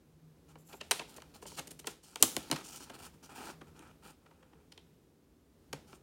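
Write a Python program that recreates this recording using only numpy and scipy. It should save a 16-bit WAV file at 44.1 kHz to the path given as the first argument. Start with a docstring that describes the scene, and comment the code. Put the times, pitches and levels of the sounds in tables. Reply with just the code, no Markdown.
"""Unfolding stiff paper

Two hands unfold a creased sheet close by in a small, quiet room. Folds buckle with sharp snaps,
loose flaps pop over softly, and the whole sheet bellies out with a low whump. Fingers rub the paper
and its layers hiss as they slide over each other. The room echoes briefly, over a low rumble,
a faint hum and one short falling whine."""
import sys
import numpy as np
from scipy import signal
from scipy.fft import rfft, irfft
from scipy.io import wavfile
from scipy.ndimage import uniform_filter1d

SR = 44100
rng = np.random.default_rng(int(sys.argv[2]) if len(sys.argv) > 2 else 0)


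def pcm_store(signal):
    """Save signal as 16-bit PCM."""
    levels = np.round(np.clip(np.atleast_2d(signal), -1, 1) * 32767)
    wavfile.write(sys.argv[1], SR, levels.astype(np.int16).T)


N = 265482
LEAD = SR // 50  # samples kept free for the build-up before a sound


def undb(db):
    """Turn decibels into a number to multiply by."""
    return 10 ** (np.asarray(db) / 20)


def unit(x):
    """Scale a sound so that its average strength (rms) is 1."""
    return x / np.sqrt(np.mean(x ** 2) + 1e-20)


def curves(table):
    """Join the rows of a table with straight lines in time, one curve per value column."""
    times, *columns = np.transpose(table)
    return [np.interp(np.arange(N) / SR, times, c) for c in columns]


def band(x, low_hz, high_hz, order=2):
    """Keep what lies between two frequencies."""
    edges = [low_hz, min(high_hz, SR / 2 - 500)]
    return signal.sosfilt(signal.butter(order, edges, "band", fs=SR, output="sos"), x)


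def resonate(x, hz, width_hz):
    """Make a sound ring at one pitch; a narrower width rings longer."""
    return signal.lfilter(*signal.iirpeak(hz, hz / width_hz, fs=SR), x)


def rings(x, table):
    """Add up several rings, given as (pitch [Hz], width [Hz], gain [dB])."""
    return sum(undb(db) * resonate(x, hz, width_hz) for hz, width_hz, db in table)


def colour(x, points):
    """Shape the tone with a curve through (frequency [Hz], gain [dB]) points."""
    hz, db = np.transpose(points)
    freqs = np.maximum(np.fft.rfftfreq(len(x), 1 / SR), 1)
    gain = undb(np.interp(np.log(freqs), np.log(hz), db))
    return irfft(rfft(x) * gain, len(x))


def wander(rate):
    """A smooth random curve of size about 1 that turns `rate` times a second."""
    step = max(int(SR / rate), 2)
    stairs = np.repeat(rng.standard_normal(N // step + 1), step)
    return unit(uniform_filter1d(stairs, step)[:N])


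def add(out, start_s, sound):
    """Mix a sound in at its moment; its first LEAD samples come before that moment."""
    start = int(start_s * SR) - LEAD
    out[start:start + len(sound)] += sound[:N - start]


# tone of the room's rumble: (frequency [Hz], relative level [dB])
RUMBLE_TONE = [(24, -39.5), (40, -7.5), (80, -3.5), (114, -13), (162, -2.5), (188, -10.5), (273, -8.5),
               (407, -12.5), (484, -14), (606, -22), (778, -24), (1100, -26.5), (2010, -32), (15500, -39.5)]


def rumble(level_db=-62.5):
    """A low rumble with a thin hiss, gently rising and falling."""
    noise = unit(colour(rng.standard_normal(N), RUMBLE_TONE))
    return noise * undb(level_db - 2.02 * wander(3.2))


# loudness of the hum: (time [s], level [dB])
HUM_LEVELS = [(0, -70), (.2, -64), (.45, -64), (.7, -61.5), (.9, -73.5), (1.7, -66), (2.1, -78), (4, -70),
              (6, -109)]


def hum(pitch_hz=156, waver_hz=2.7, waver_db=2):
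    """A faint low note that wavers in pitch and loudness."""
    db, = curves(HUM_LEVELS)
    phase = 2 * np.pi * np.cumsum(pitch_hz + waver_hz * wander(31)) / SR
    return unit(np.sin(phase)) * undb(db + waver_db * wander(5.9))


# path of the whine: (time [s], pitch [Hz], level [dB])
WHINE_PATH = [(4.3, 570, -88), (4.38, 545, -73), (4.48, 505, -69), (4.54, 465, -74), (4.6, 425, -70),
              (4.68, 385, -80)]


def whine():
    """A very faint note swells and falls, blurred by a quick flicker in loudness."""
    hz, db = curves(WHINE_PATH)
    flicker = 1 + .7 * wander(60)
    return unit(flicker * np.sin(2 * np.pi * np.cumsum(hz) / SR)) * undb(db)


def early_echoes(x, delay_s=0.0088, fade_60db_s=0.068, echo_db=-13.5):
    """Nearby surfaces throw back a short cluster of echoes."""
    age = np.arange(SR // 4) / SR - delay_s
    fade = (age > 0) * undb(-60 * np.abs(age) / fade_60db_s)
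    cluster = unit(fade * rng.standard_normal(len(age))) / np.sqrt(len(age))
    return signal.fftconvolve(x, cluster * undb(echo_db))[:N]


# the room's echo: (frequency [Hz], time to fade by 60 dB [s], level against the incoming sound [dB])
ROOM_ECHO = [(200.6, 0.69, -12), (1000, 0.27, -14.5), (3623, .38, -13), (8000, 0.35, -16),
             (15000, 0.35, -16.5)]


def room_tail(x, delay_s=.016):
    """The room stores each band's energy and gives it back as an even rustle; bass lasts longest."""
    room_hz, *columns = np.transpose(ROOM_ECHO)
    out = np.zeros(N)
    for low in 125 * 2 ** np.arange(0, 7, .5):
        high = low * np.sqrt(2)
        fade_s, db = (np.interp(np.log(low * high) / 2, np.log(room_hz), c) for c in columns)
        keep = np.exp(-2 * np.log(1000) / (fade_s * SR))  # share of energy left after one sample
        stored = signal.lfilter([1 - keep], [1, -keep], band(x, low, high, order=3) ** 2)
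        delayed = np.pad(stored, (int(delay_s * SR), 0))[:N]
        rustle = unit(band(rng.standard_normal(N), low, high, order=3))
        out += np.sqrt(delayed) * undb(db) * rustle
    return out


def slips(rate, spread_db):
    """Surfaces stick and slip in `rate` tiny clicks a second, a few much louder than the rest."""
    happens = rng.random(N) < rate / SR
    size = undb(spread_db * np.minimum(rng.exponential(size=N), 5))
    return unit(happens * size * rng.standard_normal(N))


def stroke_loudness(rows, rise_share=0.079, rise_s=.008, sag_db=0.5, release_s=0.012):
    """Each stroke takes hold (long ones more gently), sags a little and fades when it stops."""
    age = np.arange(-LEAD, SR // 2 + LEAD * 4) / SR
    power = np.zeros(N)
    for start_s, length_s, db in rows:
        rise = np.clip(age / (rise_s + rise_share * length_s), 0, 1)
        progress = np.clip(age / length_s, 0, 1)
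        hold = undb(db - sag_db * (progress - .5))
        release = np.exp(-np.maximum(age - length_s, 0) / release_s)
        add(power, start_s, (rise * hold * release) ** 2)
    return np.sqrt(power)


# thin ring of the paper's cut edge: (pitch [Hz], width [Hz], relative level [dB])
EDGE_RINGS = [(7500, 550, 1), (9730, 1500, -7), (12100, 2300, -5)]
# glides of that edge as the first flaps open: (time [s], length [s], level [dB])
EDGE_GLIDES = [(.575, 0.041, -69.5), (.645, 0.13, -62), (1.08, .09, -76)]


def skimming_edge():
    """A cut edge eases into a light glide over the layer beneath, with a thin, high swish."""
    swish = unit(rings(slips(rate=5000, spread_db=3.5), EDGE_RINGS))
    return swish * stroke_loudness(EDGE_GLIDES, rise_share=0.25)


# rings of the sheet under the fingers: (pitch [Hz], width [Hz], relative level [dB])
HELD_SHEET_RINGS = [(283.3, 220, 0.5), (820, 210, -1), (1294, 160, -3), (2356, 230, -7.5), (2570, 330, -17)]
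# hand strokes, for both the finger rub and the hiss of sliding layers:
# (time [s], length [s], relative rub level [dB], hiss against the rub [dB])
HAND_STROKES = [(0.48, 0.037, -65.5, -4), (0.679, 0.063, -62, -3.5), (0.825, 0.078, -69, 0.5),
                (0.932, 0.048, -65, 11), (1.072, 0.11, -67, 5.5), (1.18, 0.14, -73, -3),
                (1.336, 0.028, -59.5, 0), (1.415, 0.012, -71, 14), (1.458, 0.026, -64, 11.5),
                (1.482, 0.091, -71.5, 12.5), (1.566, 0.02, -47.5, -2.5), (1.615, 0.1, -73, -15),
                (1.849, .07, -59, -0.5), (2.023, 0.12, -68.5, 4.5), (2.182, 0.38, -60.5, 0.5),
                (2.525, 0.095, -55.5, -3.5), (2.63, 0.081, -61, 6), (2.716, 0.062, -57.5, 6.5),
                (2.795, 0.046, -57, 3), (2.853, 0.072, -59.5, -6.5), (2.933, 0.018, -51, -2.5),
                (2.982, 0.022, -54, 0), (3.015, 0.051, -54, 1.5), (3.13, 0.015, -67.5, -0.5),
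                (3.224, 0.037, -58.5, -0.5), (3.285, 0.074, -56, -8.5), (3.339, 0.17, -50, -4.5),
                (3.517, 0.024, -62.5, -12), (3.663, 0.027, -64, -11.5), (3.744, .17, -61, -11.5),
                (4.02, 0.09, -60, -1.5), (4.2, 0.44, -75.5, -11), (5.866, 0.092, -66.5, 0)]


def rubbing_fingers(gain_db=1):
    """Skin drags unevenly over the sheet and makes it ring."""
    pressure = stroke_loudness([(s, length_s, db) for s, length_s, db, _ in HAND_STROKES])
    drag = slips(rate=2500, spread_db=2) * undb(1.5 * wander(90))
    rub = unit(band(rings(drag, HELD_SHEET_RINGS), 110, 2300))
    return rub * pressure * undb(gain_db)


# tone of the sliding paper fibres: (frequency [Hz], relative level [dB])
FIBRE_TONE = [(1200, -23), (2200, -10), (3100, -3.5), (3700, -6.5), (4500, -1), (6200, -4), (9000, -5),
              (11000, -7.5), (15500, -11)]


def sliding_layers(gain_db=1, shift_db=2.7):
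    """Fibres of one layer catch on the next: a grainy hiss whose tone shifts as the contact moves."""
    speed = stroke_loudness([(s, length_s, db + hiss) for s, length_s, db, hiss in HAND_STROKES])
    catches = slips(rate=9000, spread_db=2) * undb(1.4 * wander(140))
    for hz in (4200, 6000, 8200):
        boost = undb(shift_db * wander(14)) - 1
        catches = catches + boost * resonate(catches, hz, hz / 4)
    return unit(colour(catches, FIBRE_TONE)) * speed * undb(gain_db)


# moments when the open sheet bellies out: (time [s], level [dB])
SHEET_WHUMPS = [(2.521, -38), (5.736, -46)]


def whumps(pitch_hz=155, width_hz=23, rise_s=0.0013, fade_s=0.018):
    """The whole sheet swings through and pushes the air for a few cycles."""
    out = np.zeros(N)
    t = np.arange(-LEAD, SR // 5) / SR
    push = np.clip(t / rise_s, 0, 1) * np.exp(-np.abs(t) / fade_s)
    push_rms = np.sqrt(np.mean(push ** 2))
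    for start_s, db in SHEET_WHUMPS:
        swing = resonate(rng.standard_normal(len(t)), pitch_hz, width_hz)
        swing = resonate(swing, pitch_hz, width_hz)  # twice, for a purer note
        add(out, start_s, unit(swing * push) * push_rms * undb(db))
    return out


SNAP_HZ = np.array([300, 1050, 3600, 10000])  # the four parts of a snap: thump, knock, crack, tick


def boom_pitch(time_s, opens_s=2.226, folded_hz=433, open_hz=298):
    """The sheet booms lower once it has sprung open."""
    return folded_hz if time_s < opens_s else open_hz


def snap(creep_s, hold_s, levels_db, boom_hz, ring_hz, ring_db):
    """A fold creeps, gives way and shakes the sheet; treble ripples arrive first, bass ones linger."""
    t = np.arange(-LEAD, SR // 16) / SR
    shape_hz = [60, *SNAP_HZ, 17000]
    shape_db = [levels_db[0] - 24, *levels_db, levels_db[-1] - 15]
    shaking = np.zeros(len(t))
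    for hz in 62.5 * 2 ** np.arange(0, 8.5, .5):  # half-octave bands
        slowness = np.sqrt(1000 / hz)
        lag_s, fade_s = 0.00046 * slowness, 0.0038 * slowness
        age = t - lag_s
        push = np.exp(np.minimum(age, 0) / creep_s - np.maximum(age - hold_s, 0) / fade_s)
        ripple = band(push * rng.standard_normal(len(t)), hz / 2 ** .25, hz * 2 ** .25)
        shaking += unit(ripple) * undb(np.interp(np.log(hz), np.log(shape_hz), shape_db))
    # the whole sheet booms briefly, and the patch beside the fold rings higher
    ringing = shaking + rings(shaking, [(boom_hz, 90, -2), (ring_hz, 0.097 * ring_hz, ring_db)])
    # levels count the energy of one octave (two bands) in 10 ms
    return unit(ringing) * np.sqrt(np.mean(shaking ** 2) * .5 * .01 * SR / len(t))


# loose flaps popping over: (time [s], length [s], relative level [dB], pitch [Hz])
FLAP_POPS = [(0.556, 0.0017, -54.5, 850), (0.729, 0.0048, -51.5, 2520), (0.738, 0.006, -47.5, 746),
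             (0.8111, 0.0048, -42, 2800), (0.9948, 0.0039, -39, 2700), (1.007, 0.013, -46, 950),
             (1.181, 0.0018, -50.5, 810), (1.202, 0.0014, -59.5, 2580), (1.425, 0.0012, -51, 940),
             (1.455, .0024, -50.5, 816), (1.5164, 0.0015, -53, 960), (1.844, 0.0016, -52, 1250),
             (3.614, 0.0039, -50, 1280), (4.262, 0.0037, -60.5, 1320), (4.311, 0.0037, -61.5, 902),
             (4.428, .003, -61.5, 1310), (4.531, 0.004, -60.5, 896), (4.722, .0033, -52.5, 5000),
             (4.777, 0.0012, -53.5, 3110), (5.929, .0015, -52.5, 1360)]


def flaps(creep_share=0.6, slope_db_per_octave=6, soft_touch_db=-5):
    """Loose flaps swell and pop over softly; larger ones sound lower and more hollow."""
    out = np.zeros(N)
    for start_s, length_s, db, hz in FLAP_POPS:
        octaves_away = np.abs(np.log2(SNAP_HZ / hz))
        thump, knock, crack, tick = db - slope_db_per_octave * octaves_away
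        levels_db = [max(thump, knock), knock, crack, tick + soft_touch_db]
        hollow_db = 4 - 2 * np.log2(hz / SNAP_HZ[1])
        pop = snap(creep_share * length_s, length_s, levels_db, boom_pitch(start_s), hz, hollow_db)
        add(out, start_s, pop)
    return out


# creases giving way:
# (time [s], length [s], relative level [dB], brightness [dB per octave], relative thump level [dB])
CREASE_SNAPS = [(0.9098, 0.0079, -28, 1, -44.5), (1.164, 0.0092, -59, 6.2, -53),
                (1.22, 0.00068, -59, -2.8, -71), (1.583, 0.012, -49, 2.3, -47),
                (1.59, 0.0084, -45, 1, -45.5), (1.672, 0.0075, -56.5, 5, -52),
                (1.708, 0.01, -55.5, 6.5, -52), (1.792, 0.009, -55.5, 5, -57),
                (1.87, 0.005, -41.5, 2.5, -45.5), (1.877, .0023, -55.5, -6, -56),
                (2.035, 0.0035, -74.5, 9, -65), (2.1574, 0.00078, -44.5, 0.5, -56),
                (2.202, 0.015, -56.5, 3.5, -43), (2.2253, 0.00037, -27, 10, -32.5),
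                (2.2268, 0.0063, -30, 2.5, -32.5), (2.3653, .0009, -37, 2, -35),
                (2.4993, .0009, -54.5, -2, -40.5), (2.5132, 0.0014, -33.5, 0.8, -35.5),
                (2.5216, 0.0084, -42, -4, -39), (2.56, .006, -47, -1.5, -70),
                (2.897, 0.0071, -54.5, -3, -50.5), (3.7915, 0.0017, -62.5, 3, -53),
                (5.7289, 0.0044, -44, -0.55, -42.5)]


def creases(creep_share=0.16, sudden_db=-43.5, highest_ring_hz=8700):
    """Creases buckle with sharp snaps; brighter snaps ring lower, duller ones higher."""
    out = np.zeros(N)
    octaves = np.log2(SNAP_HZ[1:] / SNAP_HZ[2])
    for start_s, length_s, db, brightness, thump_db in CREASE_SNAPS:
        knock, crack, tick = db + brightness * octaves
        levels_db = [thump_db, knock, crack - 1, tick]
        ring_hz = min(4500 * 2 ** (-0.2 * brightness), highest_ring_hz)
        # snaps louder than sudden_db give way with almost no build-up
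        creep_s = creep_share * length_s / (1 + undb(db - sudden_db) ** 2)
        add(out, start_s, snap(creep_s, length_s, levels_db, boom_pitch(start_s), ring_hz, ring_db=-2))
    return out


# short rings of the stiff paper: (pitch [Hz], width [Hz], relative level [dB])
STIFF_RINGS = [(910, 67, -5.5), (2930, 500, -2), (4250, 180, -6), (5730, 180, -7.5), (7060, 650, -5.5),
               (8880, 320, 0.5)]


def stiff_sheet(x, gain_db=-2):
    """The sheet sends out sound a little more strongly at the pitches where it rings."""
    return undb(gain_db) * (x + rings(x, STIFF_RINGS))


def scene():
    """The paper, its echoes and the quiet background, in one channel."""
    paper = stiff_sheet(creases() + flaps() + sliding_layers())
    paper = paper + whumps() + rubbing_fingers() + skimming_edge()
    near = paper + early_echoes(paper)
    return (near + room_tail(near) + rumble() + hum() + whine())[None]


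def record(dry, low_cut_hz=45, top_hz=16000, peak=.9):
    """Drop the deepest bass, clip any peak that is too big and cut the highest treble."""
    bass_cut = signal.butter(3, low_cut_hz, "high", fs=SR, output="sos")
    treble_cut = signal.ellip(10, .2, 90, top_hz, fs=SR, output="sos")
    clipped = np.clip(signal.sosfilt(bass_cut, dry), -peak, peak)
    return signal.sosfilt(treble_cut, clipped)


dry = scene()
out = record(dry)
pcm_store(out)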